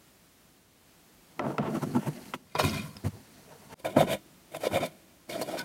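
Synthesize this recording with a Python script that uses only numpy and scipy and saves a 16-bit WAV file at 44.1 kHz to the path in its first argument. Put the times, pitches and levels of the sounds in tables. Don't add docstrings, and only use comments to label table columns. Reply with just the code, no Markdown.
import sys
import numpy as np
from scipy import signal
from scipy.fft import rfft, irfft, next_fast_len
from scipy.io import wavfile
from scipy.ndimage import uniform_filter1d, map_coordinates

SR = 44100
rng = np.random.default_rng(int(sys.argv[2]) if len(sys.argv) > 2 else 0)


def store_wav(level_fs):
    pcm = np.round(np.clip(np.atleast_2d(level_fs), -1, 1) * 32767)
    wavfile.write(sys.argv[1], SR, pcm.T.astype(np.int16))


N = 248724

LOOSE_S, HELD_S, GAP_S, LIFT_S = 2.45, 3.0, 3.743, 5.572


def amp(db):
    return 10 ** (np.asarray(db) / 20)


def unit(x):
    return x / np.sqrt(np.mean(x ** 2) + 1e-20)


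def curves(rows):
    time_s, *columns = np.transpose(rows)
    return [np.interp(np.arange(N) / SR, time_s, column) for column in columns]


def wobble(rate, size=N):
    points = rng.standard_normal(int(size * rate / SR) + 4)
    return map_coordinates(points, [np.arange(size) * rate / SR])


def filtered(x, response):
    size = next_fast_len(N + SR // 2)
    hz = np.fft.rfftfreq(size, 1 / SR)
    return irfft(rfft(x, size) * response(hz), size)[:N]


def colour(points):
    point_hz, db = np.transpose(points)
    return lambda hz: amp(np.interp(np.log(hz + 1), np.log(point_hz + 1), db))


def slips(per_s, spread_db, smooth):
    hit = rng.random(N) < per_s / SR
    direction = np.sign(rng.standard_normal(N))
    size = amp(spread_db * rng.standard_normal(N)) * direction
    force = unit(hit * size) + smooth * rng.standard_normal(N)
    nearby_power = np.abs(uniform_filter1d(force ** 2, size=900))
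    return force / np.sqrt(nearby_power + 0.07)


def ringing(force, db, modes):
    out = np.zeros(len(force))
    for hz, width, level in modes:
        b, a = signal.iirpeak(hz, hz / width, SR)

        def resonate(x):
            return signal.lfilter(b, a, signal.lfilter(b, a, x))

        share_db = 2.5 * wobble(40, size=len(force))
        driven = resonate(force * amp(db + share_db))
        out += amp(level) * np.sqrt(width) * driven / np.std(resonate(force))
    return out / np.sqrt(sum(amp(level) ** 2 * width for _, width, level in modes))


def by_state(force, db, states):
    edges = [round(start * SR) for start, _ in states] + [N]
    lead = SR // 20
    parts = []
    for (_, modes), begin, end in zip(states, edges, edges[1:]):
        early = max(begin - lead, 0)
        part = ringing(force[early:end], db[early:end], modes)
        parts.append(part[begin - end:])
    return np.concatenate(parts)


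def twisting():
    boom_db, lid_db, jar_db, neck_db, rub_db = grip()
    judder = wobble(90)
    push = slips(500, spread_db=4, smooth=0.9411) * amp(0.838 * judder)
    grit = slips(500, spread_db=1.0, smooth=1.0) * amp(0.5028 * judder)
    low_parts = counter(push, boom_db) + thud(push, boom_db) + lid(push, lid_db)
    glass_parts = jar(grit, jar_db) + neck(grit, neck_db)
    return low_parts + glass_parts + rub(judder, rub_db)


# (full strength [s], rise [s per 20 dB], hold [s], fall [s per 20 dB],
# boom [dB], lid [dB], jar ring [dB], neck ring [dB], rub hiss [dB]); rise, hold, fall ignore the sign
JERKS = [ (1.399, 0.0047, .001, .01, -27, -25, -48, -66, -72),
         (1.408, 0.0131, 0.06818, 0.0784, -30, -32.5, -61.5, -78.5, -82.5),
         (1.485, 0.1121, 0.033, 0.1095, -38, -39.5, -62, -64, -62),
         (1.585, -0.0026, .001, .01, -30, -28.5, -44, -64, -68),
         (1.593, 0.011, 0.009768, -0.032, -27.5, -29.5, -60.5, -82.5, -82.5),
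         (1.619, 0.0244, 0.06345, .1, -30, -33, -53, -74, -79),
         (1.728, .03, .01, .03, -37, -45, -60, -62, -62),
         (1.702, 0.0703, 0.6107, 0.0564, -55.5, -56.5, -59.5, -60.5, -59.5),
         (1.749, .01, .016, .033, -25, -30, -49.5, -54.5, -52),
         (1.823, 0.0102, 0.01084, -0.0224, -32.5, -34.5, -54.5, -56.5, -56),
         (1.835, 0.0245, 0.001788, 0.0159, -24, -29, -51.5, -51, -50),
         (1.874, -0.0759, 0.05104, -0.0421, -34.5, -50.5, -73, -74, -66.5),
         (1.944, -0.001, 0.00999, 0.0575, -29, -39, -58, -58.5, -58),
         (1.956, 0.0156, 0.013105, 0.0359, -21.5, -32, -51, -53, -54),
         (2.031, 0.1145, 0.01225, 0.0571, -51.5, -44, -56, -66.5, -58),
         (2.066, 0.0097, 0.021307, -0.0079, -25.5, -35, -53.5, -51.5, -50.5),
         (2.104, -0.3745, 0.0097, 0.3293, -40.5, -52, -72, -64, -70.5),
         (2.340, 0.0006, 0.003287, .014, -41, -35, -35, -57.5, -60),
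         (2.341, -0.0105, 0.011084, -0.0173, -41.5, -57.5, -59, -55, -54),
         (2.523, .02, .002, .012, -55.5, -67.5, -62.5, -67, -67.5),
         (2.554, .006, 0.003045, 0.0404, -40, -30, -40, -47.5, -52.5),
         (2.593, 0.0108, 0.009625, 0.0502, -31, -26.5, -30.5, -34, -38),
         (2.642, .02, .008, .022, -17, -32, -31, -37, -36),
         (2.662, 0.0167, .01, .13, -25.5, -38, -39, -43, -44),
         (2.735, .08, .045, .11, -33, -42, -42, -46, -50),
         (2.853, 0.1225, 0.00439, .16, -44, -51, -63, -60, -54.5),
         (2.972, .06, 0.00502, .04, -46, -56, -67, -62, -61),
         (3.048, 0.0121, .03, .014, -27, -42, -52.5, -51, -51),
         (3.141, 0.0489, 0.02939, 0.0811, -44, -56, -78, -74.5, -78),
         (3.101, 2.3557, 0.4787, 0.6814, -62.5, -66, -68.5, -67.5, -68.5),
         (3.394, -0.1844, 0.00464, 0.1886, -54, -60.5, -70, -72.5, -70),
         (3.521, 0.0909, 0.00189, 0.0696, -51, -49, -60, -71, -68),
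         (3.628, 0.2196, 0.04547, 0.0852, -57, -58.5, -66, -67.5, -64.5),
         (3.729, 0.0533, 0.00867, 0.0138, -47.5, -43.5, -53, -54.5, -58),
         (3.800, .03, 0.001922, 0.0156, -59, -52, -58, -63.5, -59),
         (3.848, 0.0034, 0.012253, 0.0405, -28, -28, -41, -48.5, -46.5),
         (3.897, 0.0217, .03, .025, -42.5, -47, -52, -65, -57.5),
         (3.967, 0.0018, 0.00555, 0.0633, -19, -19.5, -57, -48.5, -46),
         (3.999, 0.0425, 0.01353, 0.0287, -26, -23, -32.5, -46, -40.5),
         (4.028, -0.0175, 0.007484, 0.0368, -21, -37.5, -51.5, -55.5, -50),
         (4.078, .012, 0.03785, 0.0367, -33, -35, -42.5, -52, -56),
         (4.119, 0.0582, 0.018267, 0.0322, -31, -30, -34.5, -48, -41),
         (4.188, 0.7529, .01, 0.3273, -56.5, -63.5, -78, -78, -76.5),
         (4.522, -0.0191, 0.01594, 0.6171, -49, -52.5, -58, -68, -58.5),
         (4.549, .012, 0.001925, .018, -39, -33, -44, -55.5, -48),
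         (4.566, 0.0129, 0.00441, -0.0043, -40.5, -40.5, -46, -56, -46.5),
         (4.607, 0.0041, 0.01692, 0.0835, -44, -41.5, -50, -56.5, -51.5),
         (4.637, 0.0167, 0.010965, 0.0008, -44, -30, -46, -49, -48),
         (4.654, 0.0301, 0.018723, 0.0145, -37, -28.5, -38, -44.5, -44.5),
         (4.725, 0.0377, .008, 0.0607, -31, -33, -60, -56.5, -50.5),
         (4.743, 0.0286, 0.03054, 0.0354, -31, -28, -34.5, -49, -43),
         (4.805, 0.0076, 0.02474, 0.0421, -34, -35.5, -42, -56, -53.5),
         (4.835, 0.0315, 0.004817, 0.0466, -35, -31, -39, -47.5, -48.5),
         (4.861, .025, .003, .02, -49.5, -47.5, -46, -49, -44.5),
         (4.904, -0.6924, 0.00949, 0.2149, -59.5, -69.5, -74, -80.5, -73),
         (5.298, .011, 0.01068, 0.0722, -39.5, -39, -44, -45, -46),
         (5.326, 0.0022, 0.0049, 0.0713, -45.5, -46, -43, -53, -52),
         (5.353, 0.0204, 0.00761, -0.0794, -38.5, -36.5, -49.5, -51, -53),
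         (5.378, 0.0568, 0.01073, -0.0541, -40.5, -43, -58, -59, -58.5),
         (5.396, 0.0187, 0.00835, -0.0763, -40, -39.5, -46.5, -55, -49),
         (5.415, .006, .008, .022, -39, -31, -44, -41, -40),
         (5.463, 0.0593, 0.0122, 0.2783, -42, -45.5, -56, -60, -57),
         (5.489, 0.0505, 0.0426, 0.0761, -39.5, -40, -49.5, -53.5, -52),
         (5.553, 0.0526, 0.0165, -0.23, -41.5, -40, -55.5, -57, -60),
         (5.579, .012, .016, .02, -46, -40, -40, -45, -48),
         (5.592, .015, .003, .012, -47, -44, -41, -39, -44),
         (5.606, .015, .009, .012, -50, -45, -48, -48, -50),
         (5.624, .02, .004, .03, -57, -52, -63, -68, -66), ]
# (boom [s], lid [s], jar ring [s], neck ring [s], rub hiss [s])
EARLY_S = [0.0058815, 0.001855, 0.0000031, 0.000615, 0.00029]


def grip():
    t = np.arange(0, N + 32, 32) / SR
    power = 1e-10
    for full_s, rise, hold, fall, *parts_db in JERKS:
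        before = np.maximum(full_s - t, 0) / abs(rise)
        after = np.maximum(t - full_s - abs(hold), 0) / abs(fall)
        shape_db = -20 * (before + after)
        power = power + amp(2 * np.add.outer(parts_db, shape_db))
    return [np.interp(np.arange(N) / SR + early, t, 10 * np.log10(p)) for p, early in zip(power, EARLY_S)]


# (frequency [Hz], width of one filter pass [Hz], relative level per Hz [dB])
COUNTER_BEFORE = [(110.23, 55.05, -11), (149.07, 40.14, -0.5), (205.51, 51.22, -1.5), (235.69, 59.71, -1.5),
                  (332.41, 76.43, -5.5)]
COUNTER_PALM = [(100.82, 44.76, -2.5), (154.13, 38.95, 0), (199.05, 56.94, -1), (247.79, 73.79, -8),
                (336.4, 96.15, -12.5)]
COUNTER_AFTER = [(117.1, 61.5, -11.5), (153.3, 43.02, -5), (201.68, 50.5, -6.5), (248.07, 95.54, -5),
                 (307.35, 69.37, -6.5)]


def counter(push, db):
    return by_state(push, db, [(0, COUNTER_BEFORE), (LOOSE_S, COUNTER_PALM), (GAP_S, COUNTER_AFTER)])


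def thud(push, db):
    return ringing(push, db - 24, [(55, 60, 0)])


# (frequency [Hz], width of one filter pass [Hz], relative level per Hz [dB])
LID_BEFORE = [(444.75, 93.03, 11), (597.93, 178.8, 8), (911.28, 147.8, 4.5), (1030.1, 288.77, -1.5),
              (1290.3, 134.28, -1.5), (1990, 1560, -48)]
LID_PALM = [(480, 150, 2), (630.03, 130, 3), (1010, 200, -1), (1330, 200, -5), (906.7, 876, -8)]
LID_AFTER = [(473.1, 95, -11), (556.36, 160.75, 1), (630.3, 151.45, 3), (858.18, 296.2, -13.5),
             (995, 50, -6), (1234.5, 393.4, -13), (1435.7, 40, -14)]
LID_LIFTED = [(599, 360, -4.5), (959.52, 56.53, -0.5), (1482.8, 60.1, 1.5), (1200.6, 693.6, -11.5)]


def lid(push, db):
    return by_state(push, db, [(0, LID_BEFORE), (LOOSE_S, LID_PALM), (HELD_S, LID_BEFORE),
                               (GAP_S, LID_AFTER), (LIFT_S, LID_LIFTED)])


# (frequency [Hz], width of one filter pass [Hz], relative level per Hz [dB])
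GRIPPED = [(1928.4, 1340, 6), (2634, 1226, 0), (4350.1, 1496.4, 4), (5524.2, 1828, -1.5)]
# (frequency [Hz], width of one filter pass [Hz], relative level per Hz [dB])
JAR_PALM = [(2149.2, 169.7, -0.5), (2461.1, 200, 1.5), (3005.2, 134.6, -12.5), (3241.6, 140.6, -7),
            (3663.5, 224.6, -2.5), (2841.7, 1541, -7)]
JAR_AFTER = [(1993.8, 353.2, -4), (2208.9, 154.27, 1.5), (2352.2, 317.37, 3.5), (2835.7, 295.6, -4.5),
             (3041.2, 141.46, -1.5), (3335.3, 138, -1), (3559.5, 250.76, 1.5), (2683.5, 1314.2, -8.5)]


def jar(grit, db):
    return by_state(grit, db, [(0, GRIPPED[:2]), (LOOSE_S, JAR_PALM), (HELD_S, GRIPPED[:2]), (GAP_S, JAR_AFTER)])


# (frequency [Hz], width of one filter pass [Hz], relative level per Hz [dB])
NECK = [(4267.5, 309.5, 2.5), (4814.6, 298.1, 3.5), (5170, 300, -3), (5460.6, 85.3, -23),
        (6502.1, 333, -4.5), (5425.3, 861.7, -3.5)]


def neck(grit, db):
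    return by_state(grit, db, [(0, GRIPPED[2:]), (LOOSE_S, NECK), (HELD_S, GRIPPED[2:]), (GAP_S, NECK)])


# (frequency [Hz], relative level per Hz [dB])
RUB = [(3530, -9.5), (6000, -9.5), (6780, -2), (7470, -2), (8820, 0.5), (12700, -2.5), (15800, -10)]


def rub(judder, db):
    scrape = slips(4000, spread_db=3, smooth=1.5) * amp(judder)
    return amp(db) * unit(filtered(scrape, colour(RUB)))


# (time [s], level [dB], favoured pitch [Hz], crack against ring before a fixed boost [dB])
TAPS = [(1.394, -17.5, 1285, -15.5), (1.582, -16, 1298, -16), (2.337, -19, 1493, -44.5),
        (2.552, -18, 960.8, -19.5), (2.596, -13, 1037, -19.5), (2.696, -23, 5100, -15),
        (2.968, -28, 5200, -12), (3.846, -28.5, 636.2, -29), (3.965, -21.5, 594, -28),
        (4.028, -15.5, 686.9, -27), (4.547, -28, 1683, -29), (4.669, -15.5, 488.5, -37.5),
        (4.714, -32, 900, -27), (4.841, -34.5, 620, -25.5), (5.414, -26, 620, -16)]
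# (frequency [Hz], relative level [dB], time to fall by 60 dB [s])
TAP_MODES = [(243.18, 0.5, 0.05486), (520.4, 3.5, 0.02487), (668.06, 1.5, 0.013367),
             (753.56, 2.5, 0.015174), (999.23, -7, 0.04931), (1317.1, -3, 0.02062), (1924.6, -10, 0.02088),
             (1961.6, 2, 0.010738), (2579, -9.5, 0.02787), (3079.7, -5, 0.015026), (3390, -29.5, 0.03464),
             (5060.2, 0, 0.00904)]


def taps():
    out = np.zeros(N + SR)
    t = np.arange(SR // 5) / SR
    for start, db, pitch, crack_db in TAPS:
        level_draws, pitch_draws = rng.standard_normal((2, len(TAP_MODES)))
        ring = np.zeros(len(t))
        for k, (hz, level, t60) in enumerate(TAP_MODES):
            octaves_away = abs(np.log2(hz / pitch))
            mode_db = level + 2.642 * level_draws[k] - 11.091 * octaves_away - 60 * t / t60
            mode_hz = hz * (1 + 0.01781 * pitch_draws[k])
            ring += (-1) ** k * amp(mode_db) * np.sin(2 * np.pi * mode_hz * t)
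        onset = 1 - np.exp(-t / 0.0003435)
        noise = rng.standard_normal(len(t))
        snap = 3 * signal.lfilter(*signal.butter(2, 4500, fs=SR), noise)
        crack = snap * amp(crack_db + 2.5 - 60 * t / 0.004513)
        first = round(start * SR)
        out[first:first + len(t)] += amp(db) * (ring / np.abs(ring).max() * onset + crack)
    return out[:N]


def kitchen(x):
    t = np.arange(SR // 3) / SR
    tail = rng.standard_normal(len(t)) * amp(-60 * t / 0.3006) * (t > .006)
    return signal.fftconvolve(x, tail / np.linalg.norm(tail))[:N]


# (frequency [Hz], relative level per Hz [dB])
ROOM = [(15, -52.5), (25, -16.5), (53, -7.5), (126, -12.5), (161, -6.5), (316, -11), (449, -17),
        (500, -16.5), (769, -18), (905, -20), (15800, -28.5)]
# (time [s], level [dB])
FLOOR = [(0, -59), (.5, -60), (.7, -62), (.9, -59), (2.35, -56.5), (2.37, -63), (2.53, -61.5), (3.1, -57),
         (3.74, -59.5), (4.3, -58), (5.64, -60.5)]


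def hiss():
    level_db, = curves(FLOOR)
    t = np.arange(N) / SR
    dip_db = sum(-6 * np.exp(-((t - start - .024) / 0.01837) ** 2) for start, *_ in TAPS[:2])
    return amp(level_db + dip_db) * unit(filtered(rng.standard_normal(N), colour(ROOM)))


def scene():
    handling = twisting() + taps()
    return (handling + amp(-29.0) * kitchen(handling) + hiss())[None]


def record(dry):
    fade_s, bass_hz, top_hz = 0.0668, 35, 15900
    since_gap = np.arange(N) / SR - GAP_S
    gain = np.where(since_gap < 0, 1, np.clip(0.01425 + since_gap / fade_s, 0, 1))

    def response(hz):
        low_cut = (1j * hz / (bass_hz + 1j * hz)) ** 2
        return (hz < top_hz) * low_cut

    return filtered(dry[0] * gain, response)[None]


dry = scene()
out = record(dry)
store_wav(out)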